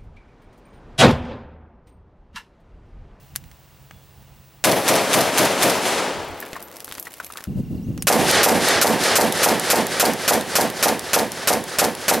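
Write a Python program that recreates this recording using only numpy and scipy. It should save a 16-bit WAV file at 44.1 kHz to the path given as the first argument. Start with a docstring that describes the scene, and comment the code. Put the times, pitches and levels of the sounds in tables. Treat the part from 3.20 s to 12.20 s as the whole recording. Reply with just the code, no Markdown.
"""A rifle on an outdoor gravel range, heard from two places in turn; air, an insect and wind lie under both.
Beside the target come a few handling clicks and bird calls, then five shots: crack, blast, boom and forest echo.
Afterwards grit patters down as dense random hits, and clods ring the wooden target stand as decaying sines.
Beside the shooter, wind buffets and slurred whistles fill the pause; then come fourteen shots, each a pressure
pulse in shaped noise, with bolt clacks and bright trigger clicks between. 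A fast limiter flattens the shots."""
import sys
import numpy as np
from scipy import signal
from scipy.fft import rfft, irfft
from scipy.io import wavfile
from scipy.ndimage import uniform_filter1d

SR = 44100
rng = np.random.default_rng(int(sys.argv[2]) if len(sys.argv) > 2 else 0)


def to_wav(sig):
    """Store sig (one row per channel, or 1-D mono) as 16-bit WAV at the path in sys.argv[1].

    Samples outside -1..1 are clipped; the rate is SR.
    """
    pcm = np.clip(np.atleast_2d(sig), -1, 1) * 32767
    pcm = np.round(pcm).astype(np.int16)
    wavfile.write(sys.argv[1], SR, pcm.T)  # frames by channels


N = 396900
TIME = np.arange(N) / SR
CUT_S = 4.272  # the listening place moves from the target to the shooter

# shots heard beside the target: blast_s, relative level_db, crack_lead_s (the bullet's crack comes first)
FAR_SHOTS = [(1.444, 2, .004), (1.6843, -1, .0046), (1.9368, -1.5, .005), (2.1807, -4, .005),
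             (2.4272, -3, .004)]
# shots heard beside the shooter: start_s
NEAR_TIMES = [4.8702, 5.2310, 5.6137, 5.955, 6.231, 6.5013, 6.7974, 7.0785, 7.3542, 7.6268, 7.9324, 8.2735,
              8.586, 8.8817]
# colour of the bolt's clack: pitch_hz, relative level_db (per Hz)
BOLT_COLOUR = [(500, -30), (2000, -12.5), (4500, 7), (7500, 0), (11500, 3.5), (16000, -15)]
# the bolt's clacks after each shot: delay_s, attack_s, relative level_db, hold_s, t60_s
BOLT_SHAPE = [(.055, .001, -17, 0.0018, 0.016), (0.0626, 0.00035, -15, 0.00031, 0.0068),
              (.063, .001, -35, 0, .11)]


def amp(db):
    """Decibels to gain."""
    return 10 ** (np.asarray(db) / 20)


def evened(x):
    """Scaled to rms 1."""
    return x / np.sqrt(np.mean(x ** 2) + 1e-20)


def read(points, hz):
    """A spectrum's value, interpolated on a log-frequency axis."""
    f, value = np.transpose(points)
    return np.interp(np.log(hz + 1), np.log(f + 1), value)


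def add(mix, s, sound):
    """Mixes a sound in at time s, cut off at the end of the mix."""
    part = mix[:, max(round(s * SR), 0):][:, :sound.shape[-1]]
    part += sound[..., :part.shape[1]]


def phases(size):
    """Flat spectra of random phase, for middle and side."""
    return np.exp(2j * np.pi * rng.random((2, size // 2 + 1)))


def coloured(colour, z):
    """Left and right noise of joint rms 1: spectra z shaped by a colour, with a quieter side signal."""
    # stereo width of the noise: pitch_hz, side_minus_middle_db
    side_balance = [(40, -18), (120, -17), (300, -13.5), (1000, -12.5), (2500, -16), (4200, -34),
                    (5500, -9.5), (7500, -7), (10000, -12), (14000, -29)]
    hz = np.linspace(0, SR / 2, z.shape[1])
    mid, side = z * amp(read(colour, hz)) * np.minimum(hz / 25, 1)  # thinned below 25 Hz
    side = side * amp(read(side_balance, hz))
    return evened(irfft(np.array([mid + side, mid - side])))


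def swell(arrivals, t):
    """Each arrival rises, holds and dies away by 60 dB per t60; their powers add."""
    power = 0
    for start, attack, db, hold, t60 in arrivals:
        rise = np.clip((t - start) / attack, 0, 1)
        fall_db = 60 * np.maximum(t - start - attack - hold, 0) / t60
        power = power + (rise * amp(db - fall_db)) ** 2
    return np.sqrt(power)


def waver(t, per_s, depth_db):
    """A gain that wanders at random between per_s fresh values a second."""
    knots = rng.standard_normal(1024)
    return amp(depth_db * np.interp(t * per_s, np.arange(1024), knots))


def scatter(shots, colour, shape, alike_hz, absorb_db=0, size=4096):
    """Fixed surroundings answer each shot alike in the bass; above alike_hz the moving air redraws the answer."""
    out, t = np.zeros((2, N)), np.arange(size) / SR
    hz = np.fft.rfftfreq(size, 1 / SR)
    alike = 1 / np.sqrt(1 + (hz / alike_hz) ** 2)
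    changing = np.sqrt(1 - alike ** 2)
    place = phases(size)
    envelope = swell(shape, t)
    answers = [coloured(colour, alike * place + changing * phases(size)) for _ in shots]
    answers = np.array(answers, np.float32)
    if absorb_db:  # air takes absorb_db per kHz and second, so longer paths are duller
        f, age, z = signal.stft(answers, SR, nperseg=256)
        loss_db = absorb_db * f[:, None] / 1e3 * np.maximum(age - .3, -.08)
        answers = signal.istft(z * np.float32(amp(-loss_db)), SR, nperseg=256)[1][..., :size]
    for (s, db, *_), answer in zip(shots, answers):
        add(out, s, amp(db) * envelope * answer)
    return out


def placed(x, picture, low_hz=45):
    """Nearby surfaces favour one side or the other, band by band; the deepest bass is lost."""
    hz, rows = np.fft.rfftfreq(N, 1 / SR), np.array(picture)
    left, right = rfft(x) * hz ** 2 / (hz ** 2 + low_hz ** 2)
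    mid = (left + right) / 2
    side = (left - right) / 2 * amp(read(rows[:, [0, 2]], hz))
    lean = np.tanh(np.log(amp(read(rows[:, :2], hz))) / 2)
    return irfft(np.array([mid + side + lean * mid, mid - side - lean * mid]), N)


def birds():
    """Each whistle swells and fades while it slides from one pitch to another, or holds one."""
    # slurred whistles: start_s, length_s, first_hz, last_hz, relative level_db, bend (over 1 glides late, under 1 early)
    whistles = [(.66, .21, 3480, 3330, -66, 1), (4.44, .04, 5500, 5500, -61, 1),
                (4.55, .045, 5400, 3500, -61, 1), (4.605, .075, 3500, 6750, -59, .45),
                (4.66, .13, 6750, 6620, -65, 1), (4.78, .047, 5800, 3700, -47, 2.7)]
    out = np.zeros((1, N))
    for s, length, first_hz, last_hz, db, bend in whistles:
        u = np.arange(0, length, 1 / SR) / length
        hz = first_hz + (last_hz - first_hz) * u ** bend
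        add(out, s, amp(db) * np.sin(np.pi * u) * np.sin(2 * np.pi * np.cumsum(hz) / SR))
    return out[0]


def trill(insect_hz=2770, trill_hz=30.2):
    """An insect's steady trill: a pulsed tone, each wing stroke falling a little in pitch."""
    stroke = (TIME * trill_hz) % 1
    hz = insect_hz * (1 - 0.18 * (stroke - .5))
    return np.sin(np.pi * stroke) ** 6 * np.sin(2 * np.pi * np.cumsum(hz) / SR)


def outdoors(air_db=-43, hum_db=-53, hum_hz=138, insect_db=-55, farther_db=-7, bird_db=0):
    """Still air as noise, a distant hum that fades out, and an insect and birds blurred by the trees."""
    # colour of the still air: pitch_hz, relative level_db (per Hz)
    air_colour = [(150, -37.5), (250, -9.5), (761, -10.5), (831, -9.5), (1330, -15.5), (2760, -18.5),
                  (3010, -18), (13900, -27.5), (15200, -20), (16000, -2.5)]
    air = amp(air_db) * coloured(air_colour, phases(N))
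    hum = amp(hum_db) * np.sin(2 * np.pi * hum_hz * TIME) * np.interp(TIME, [1.5, 2.5], [1, 0])
    insect = amp(insect_db + farther_db * (TIME < CUT_S)) * trill()  # fainter beside the target
    calls = amp(bird_db) * birds() + insect
    leaves = rng.standard_normal(4096) * np.exp(-TIME[:4096] / .025)  # a short diffuse tail
    calls = calls + .45 * signal.oaconvolve(calls, leaves / np.linalg.norm(leaves))[:N]
    flutter = waver(TIME, per_s=50, depth_db=2.2)
    return air + hum + flutter * calls


def eddies(colour, apart_hz=55):
    """Wind noise on two ports: below apart_hz each port feels its own pressure."""
    hz = np.fft.rfftfreq(N, 1 / SR)
    own = 1 / np.sqrt(1 + (hz / apart_hz) ** 2)
    z = own * phases(N) + np.sqrt(1 - own ** 2) * phases(N)[0]
    return evened(irfft(z * amp(read(colour, hz)) * np.minimum(hz / 25, 1)))


def breeze(light_waver_db=3.5, gust_waver_db=2.5):
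    """Wind buffets the microphone: a light breeze at the target, stronger on the right; a dying gust at the shooter."""
    # single buffets: start_s, attack_s, relative level_db, hold_s, t60_s
    buffet_shape = [(.1, 0.042, -42, 0.012, 0.22), (.21, .02, -45, .04, 0.18), (.72, .02, -46, .02, .15),
                    (.96, .03, -46, .02, .1), (2.94, 0.039, -35, .02, 0.18), (3.09, .025, -39, .01, 0.09),
                    (4.272, .006, -30, .06, .3), (4.345, 0.041, -19.5, 0.019, 0.043),
                    (4.497, 0.013, -25.5, .035, 0.57), (4.66, 0.022, -23.5, .015, 0.27)]
    # colour of the wind at the target: pitch_hz, relative level_db (per Hz)
    light_colour = [(15, -41), (25, -13), (54, -2), (70, 2.5), (108, -3.5), (139, -2.5), (153, -7),
                    (162, -4.5), (400, -30), (520, -66), (880, -120)]
    # colour of the wind at the shooter: pitch_hz, relative level_db (per Hz)
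    gust_colour = [(25, -25), (50, -9.5), (85, -4), (130, -3.5), (180, -2), (260, -7), (350, -17),
                   (500, -26), (800, -38), (1500, -57.5)]
    breeze_db, lull_db, lull_s = -52.5, -60, 3.2  # the light breeze drops once
    gust_db, gust_end_s, fall_db_per_s, after_gust_db = -33, 4.97, 15, -46.5  # the gust sinks to a breeze
    buffets = swell(buffet_shape, TIME)
    light = amp(np.where(TIME < lull_s, breeze_db, lull_db))
    light = light * waver(TIME, per_s=12, depth_db=light_waver_db)
    dying = amp(gust_db - fall_db_per_s * np.maximum(TIME - gust_end_s, 0))
    strong = np.hypot(dying, amp(after_gust_db)) * waver(TIME, per_s=20, depth_db=gust_waver_db)
    at_target = np.hypot(light, buffets) * eddies(light_colour) * amp([[-1.8], [1.5]])
    at_shooter = np.hypot(strong, buffets) * eddies(gust_colour)
    return np.where(TIME < CUT_S, at_target, at_shooter)


def ticks(events, colour, tick_db, decay, ring_db, ring_decay):
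    """Small hard impacts: a noise snap with a faint ring after it, each with its own spectral tilt."""
    out, t = np.zeros((2, N)), np.arange(2048) / SR
    envelope = np.exp(-t / decay) + amp(ring_db) * np.exp(-t / ring_decay)
    hz, colour_db = np.transpose(colour)
    for s, db, tilt in events:
        tilted = np.c_[hz, colour_db + tilt * np.log2(hz)]
        add(out, s, amp(tick_db + db) * envelope * coloured(tilted, phases(2048)))
    return out


def handling():
    """The rifle's sling and controls click: short noise snaps."""
    # clicks: start_s, relative level_db, tilt_db_per_octave
    clicks = [(.1551, -35, -4.5), (.16, -21.5, 2), (.24, -48, -4), (.3144, -46.5, -2.5), (.71, -39, -7),
              (4.7772, -34, -4), (4.8234, -24, 2.5)]
    # colour of a click before its tilt: pitch_hz, relative level_db (per Hz)
    handling_colour = [(300, -25), (1800, 1), (2500, 1), (3800, -3), (6000, 0), (9000, -2.5), (12500, -1),
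                       (16000, -21)]
    return ticks(clicks, handling_colour, tick_db=6, decay=.0012, ring_db=-15, ring_decay=.009)


def pebbles():
    """The larger bits of falling gravel tick as they land."""
    # landings: start_s, relative level_db, tilt_db_per_octave
    landings = [(3.203, -28.5, 15), (3.3315, -28.5, -5), (3.426, -35, 7), (3.5676, -35, 3),
                (3.6038, -33, 1), (3.6453, -29.5, 7), (3.6794, -36, -3), (3.713, -34, -4),
                (3.7234, -28.5, 0), (3.7514, -31.5, -2), (3.7816, -32, -3), (3.7976, -25.5, 14),
                (3.827, -32, 8), (3.8541, -41, 2), (3.9394, -35.5, -1), (4.0459, -33.5, 3),
                (4.1726, -31, -1), (4.24, -34, -0.5)]
    # colour of a landing before its tilt: pitch_hz, relative level_db (per Hz)
    pebble_colour = [(300, -16), (1800, -2.5), (5000, -3.5), (9000, -7), (12500, -2.5), (16000, -21)]
    return ticks(landings, pebble_colour, tick_db=7, decay=0.00093, ring_db=-15, ring_decay=.014)


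def grit(per_s=150, grit_db=-50, spread_db=4):
    """Dirt thrown up by the bullets rains down: random hits of dull crumbs and sharp grains of sand."""
    shower = np.interp(TIME, [2.8, 3.2, 3.75, 4.2], [0.054, 1.1, 1.14, 1.55]) * (TIME < CUT_S)
    # colours: (pitch_hz, relative level_db per Hz)
    crumbs = [(200, -0.5), (900, -3), (1800, -6), (3500, -12), (8000, -13), (16000, -16)]
    sand = [(200, -22), (2500, 1), (6000, -4.5), (12000, 1), (16000, -7)]
    out = np.zeros((2, N))
    for colour, decay in [(crumbs, .003), (sand, .0015)]:
        strength = amp(spread_db * np.minimum(rng.exponential(1, N), 3.5))
        hits = (rng.random(N) < per_s / SR) * strength
        envelope = signal.lfilter([1], [1, -np.exp(-1 / (decay * SR))], hits)
        out += evened(envelope) * coloured(colour, phases(N))
    return amp(grit_db) * shower * out


def knocks(knock_db=0, crumble_db=-12):
    """Clods ring the modes of the wooden target stand and crumble in a burst of noise."""
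    # clods striking wood: start_s, relative level_db, pitch_hz of the main mode
    clods = [(3.2259, -19, 1720), (3.355, -24, 1810), (3.364, -18.5, 1070), (3.8688, -22, 1930),
             (4, -17.5, 1480), (4.102, -26.5, 1255), (4.1565, -27, 1220), (4.1846, -26.5, 1750),
             (4.25, -35, 1390)]
    # modes of the wood: ratio to the main mode, relative level_db, t60_s
    modes = [(.8, -7, 0.013), (1, -1.5, 0.024), (1.6, -16, .02)]
    crumb_colour = [(300, -15), (1200, 4), (2500, -10), (6000, -18), (16000, -24)]  # (pitch_hz, level_db per Hz)
    out, t = np.zeros((2, N)), np.arange(3000) / SR
    onset = 1 - np.exp(-t / 0.00043)
    for s, db, hz in clods:
        ring = sum(amp(d - 60 * t / t60) * np.sin(2 * np.pi * hz * ratio * t) for ratio, d, t60 in modes)
        crumbs = coloured(crumb_colour, phases(3000)) * np.exp(-t / 0.011)
        add(out, s, amp(db + knock_db) * (ring + amp(crumble_db) * crumbs) * onset)
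    return out


def metal_pings():
    """A few thin metallic pings: high sines that decay at once."""
    # pings: start_s, pitch_hz, relative level_db, t60_s
    pings = [(3.427, 13000, -40, 0.27), (4.047, 12700, -39, .08), (4.055, 11900, -40, 0.17),
             (4.12, 9100, -42, 0.12), (4.825, 9200, -24, 0.035)]
    out, t = np.zeros((2, N)), np.arange(8192) / SR
    for s, hz, db, t60 in pings:
        add(out, s, amp(db - 60 * t / t60) * np.sin(2 * np.pi * hz * t))
    return out


def trigger_clicks(click_db=7, decay=0.0015, ring_db=-22, ring_decay=0.013):
    """The trigger resets with a bright click between shots: a noise snap with a fainter, longer ring."""
    # clicks: start_s, relative level_db
    resets = [(5.112, -7), (5.4865, -14), (5.838, -22), (6.1241, -19.5), (6.397, -21), (6.668, -23.5),
              (6.935, -24.5), (7.2105, -26.5), (7.5007, -27), (7.794, -25.5), (8.119, -26), (8.44, -30.5),
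              (8.751, -31.5)]
    # colour of a click: pitch_hz, relative level_db (per Hz)
    click_colour = [(600, -21), (2000, -9), (4000, 4), (6500, 0), (8700, 1), (12000, 4.5), (16000, -12)]
    out, t = np.zeros((2, N)), np.arange(8192) / SR
    envelope = np.exp(-t / decay) + amp(ring_db) * np.exp(-t / ring_decay)
    for s, db in resets:
        add(out, s, amp(db + click_db) * envelope * coloured(click_colour, phases(8192)))
    return out


def forest():
    """Trunks and leaves return each shot as a swelling, darkening roar: one for each listening place."""
    # colours of the echo at the target and at the shooter: pitch_hz, relative level_db (per Hz)
    far_colour = [(24, -74), (40, -42), (75, -19), (256, -1.5), (329, 0.5), (491, 1.5), (942, -0.5),
                  (1020, -3.5), (1590, -5), (3560, -9), (10700, -17), (14500, -30), (16000, -57)]
    near_colour = [(24, -51), (40, -15), (147, -3.5), (249, 0), (491, 6), (896, 2), (965, -1.5),
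                   (1810, 2.5), (2700, -4.5), (2910, -3), (4930, -4.5), (7730, -12), (9940, -12.5),
                   (13100, -22.5), (16000, -55)]
    # arrivals of the echo at the target and at the shooter: delay_s, attack_s, relative level_db, hold_s, t60_s
    far_shape = [(0.17, 0.072, 1, 0.1, 1.8), (.08, 0.42, -20.5, 0, 8.8)]
    near_shape = [(0.156, 0.1, 2.6, 0.092, 1), (.43, 0.12, -7.5, 0.027, 0.84)]
    far_db, near_db = -21.5, -15
    sink_db, halfway_s, sink_s = 18.5, 6.415, 0.68  # in the long string the echo holds, then sinks
    far_shots = [(s, far_db) for s, _, _ in FAR_SHOTS]
    near_shots = [(s, near_db) for s in NEAR_TIMES]
    far = scatter(far_shots, far_colour, far_shape, alike_hz=880, absorb_db=4.0, size=81920)
    near = scatter(near_shots, near_colour, near_shape, alike_hz=2020, absorb_db=8.0, size=40960)
    lumps = waver(TIME, per_s=70, depth_db=1)
    sunk_db = sink_db / (1 + np.exp((halfway_s - TIME) / sink_s))
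    return far * (TIME < CUT_S) * lumps, near * amp(-sunk_db) * lumps


def far_rifle():
    """The supersonic bullet cracks just ahead of the blast; then the boom and the closing bolt."""
    # colours of blast (also the crack) and boom: pitch_hz, relative level_db (per Hz)
    blast_colour = [(35, -45), (60, -20), (354, -21), (621, -6.5), (991, -3), (1170, -5.5), (1700, -6),
                    (3340, -9.5), (11000, -12), (13900, -16.5), (16000, -30)]
    boom_colour = [(24, -67), (40, -33), (81, -18), (124, -2.5), (329, -1.5), (363, -1.5), (422, 0),
                   (630, 2), (697, -0.5), (1410, -12), (1590, -10.5), (6020, -20), (7540, -24),
                   (11300, -19), (16000, -32)]
    # arrivals of crack, blast and boom: delay_s, attack_s, relative level_db, hold_s, t60_s
    crack_shape = [(0, .0001, -8, .0012, .006)]
    blast_shape = [(0, 0.0006, 1, 0.0098, 0.052)]
    boom_shape = [(.002, 0.017, -6, 0.018, 0.25), (.1, 0.026, -20.5, 0.0042, 0.55)]
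    cracks = [(s - lead, db) for s, db, lead in FAR_SHOTS]
    bolts = [(s + 0.015, db + 2) for s, db, _ in FAR_SHOTS]
    crack = scatter(cracks, blast_colour, crack_shape, alike_hz=3000, size=512)
    blast = scatter(FAR_SHOTS, blast_colour, blast_shape, alike_hz=1200, size=4096)
    boom = scatter(FAR_SHOTS, boom_colour, boom_shape, alike_hz=890, size=24576)
    bolt = scatter(bolts, BOLT_COLOUR, BOLT_SHAPE, alike_hz=1500, size=4096)
    return crack + blast + boom + bolt


def reflection(hz=600, decay=0.0012):
    """One pressure pulse, rounded into a short knock by the surface that returns it."""
    t = np.arange(1024) / SR
    return np.sin(2 * np.pi * hz * t) * np.exp(-t / decay) * (1 - np.exp(-t / 0.00086)) * 2


def near_rifle(pulse_db=-6, pulse_s=0.00069):
    """A steep pressure pulse and its bright spray, a hollow slap 30 ms later, the bolt, and the boom."""
    # resonances of the slap that comes back from nearby: pitch_hz, width_hz, relative level_db
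    slap_modes = [(212, 30, -13), (500, 31, -3), (752, 57, -4), (890, 88, -7), (1170, 73, -12),
                  (1730, 560, -16.5)]
    # colours of blast and boom: pitch_hz, relative level_db (per Hz)
    blast_colour = [(35, -52), (60, -19), (437, -6.5), (579, -5.5), (1040, -6.5), (1140, -6.5),
                    (1380, -1.5), (1700, -8), (2580, -7.5), (3340, -10.5), (5210, -7.5), (7750, -9.5),
                    (12100, -9.5), (14600, -12.5), (16000, -51)]
    boom_colour = [(24, -58), (40, -24), (81, -18.5), (147, -8), (220, -3), (276, -6.5), (503, -4),
                   (615, -8), (873, -7.5), (990, -12.5), (1410, -24.5), (1550, -16.5), (7540, -29.5),
                   (11000, -27.5), (14500, -39), (16000, -48)]
    # arrivals of slap, blast and boom: delay_s, attack_s, relative level_db, hold_s, t60_s
    slap_shape = [(0.029, 0.002, -14, 0.013, 0.16)]
    blast_shape = [(0, 0.00019, -9.5, .021, 0.068), (.004, 0.0093, -4.5, 0, 0.038),
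                   (0.033, .015, -20.5, 0, .16)]
    boom_shape = [(0.023, 0.014, -18, 0.00037, .2), (0.066, 0.036, -27, 0.0067, 0.44)]
    # single reflections off the car, tables and berm: delay_s, relative level_db
    bounces = [(0.032, -19.5), (0.0337, -4), (.037, -21), (.042, 0.5), (.068, -9), (0.088, -28),
               (.098, -11)]
    settled_db, opening_db, settle_s = 0.5, 17, 1.7  # the string starts loud and settles
    shots = [(s, settled_db + opening_db * np.exp((NEAR_TIMES[0] - s) / settle_s)) for s in NEAR_TIMES]
    hz = np.geomspace(40, 16000, 300)
    hollow = sum(amp(db) ** 2 / (1 + ((hz - f) / width) ** 2) ** 2 for f, width, db in slap_modes)
    slap_colour = np.c_[hz, 10 * np.log10(hollow)]
    out = scatter(shots, slap_colour, slap_shape, alike_hz=1800, size=8192)
    out += scatter(shots, blast_colour, blast_shape, alike_hz=4860, size=8192)
    out += scatter(shots, boom_colour, boom_shape, alike_hz=1200, size=24576)
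    out += scatter(shots, BOLT_COLOUR, BOLT_SHAPE, alike_hz=1492, size=4096)
    u = np.arange(256) / SR / pulse_s
    pulse = (1 - u) * np.exp(-u)  # sudden pressure, then suction
    for s, db in shots:
        add(out, s, amp(db + pulse_db) * pulse)
        for delay, echo_db in bounces:
            add(out, s + delay, amp(db + echo_db) * reflection())
    return out


def scene():
    """Both listening places, with the small clicks, wind and outdoor air."""
    # stereo picture at the target and at the shooter: pitch_hz, left_minus_right_db, extra_width_db
    far_picture = [(130, -6, 7), (330, 0.5, -7), (760, 3.5, -7), (1900, 1, -5), (4000, 1, 4),
                   (7000, 0, 0.5), (13000, 0.5, -5)]
    near_picture = [(130, -9, -10), (330, -3.5, -7), (750, -0.6, -4.5), (1910, 0, -15), (4000, -0.5, -2),
                    (7000, 0.5, -1), (13000, 0, -2.5)]
    far_echo, near_echo = forest()
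    at_target = placed(far_rifle() + far_echo + knocks() + grit(), far_picture)
    at_shooter = placed(near_rifle() + near_echo + trigger_clicks() + metal_pings(), near_picture)
    return at_target + at_shooter + handling() + pebbles() + breeze() + outdoors()


def record(dry, limit_db=-14.5, recover_db=350, ratio=14, edge_hz=15900):
    """A fast limiter, recovering at recover_db per second, ducks everything under each blast; peaks round off."""
    power_db = 10 * np.log10(abs(uniform_filter1d((dry ** 2).mean(0), size=180)) + 1e-12)
    fall = TIME * recover_db
    held_peak_db = np.maximum.accumulate(power_db + fall) - fall
    over_db = np.maximum(held_peak_db - limit_db, 0)
    held = dry * amp(-uniform_filter1d(over_db, size=40) * (1 - 1 / ratio))
    rounded = held / (1 + (held / .74) ** 4) ** (1 / 4)
    band_limit = signal.firwin(511, edge_hz, window=("kaiser", 9), fs=SR)  # treble ends at edge_hz
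    return signal.oaconvolve(rounded, band_limit[None], "same")


dry = scene()
out = record(dry)
to_wav(out)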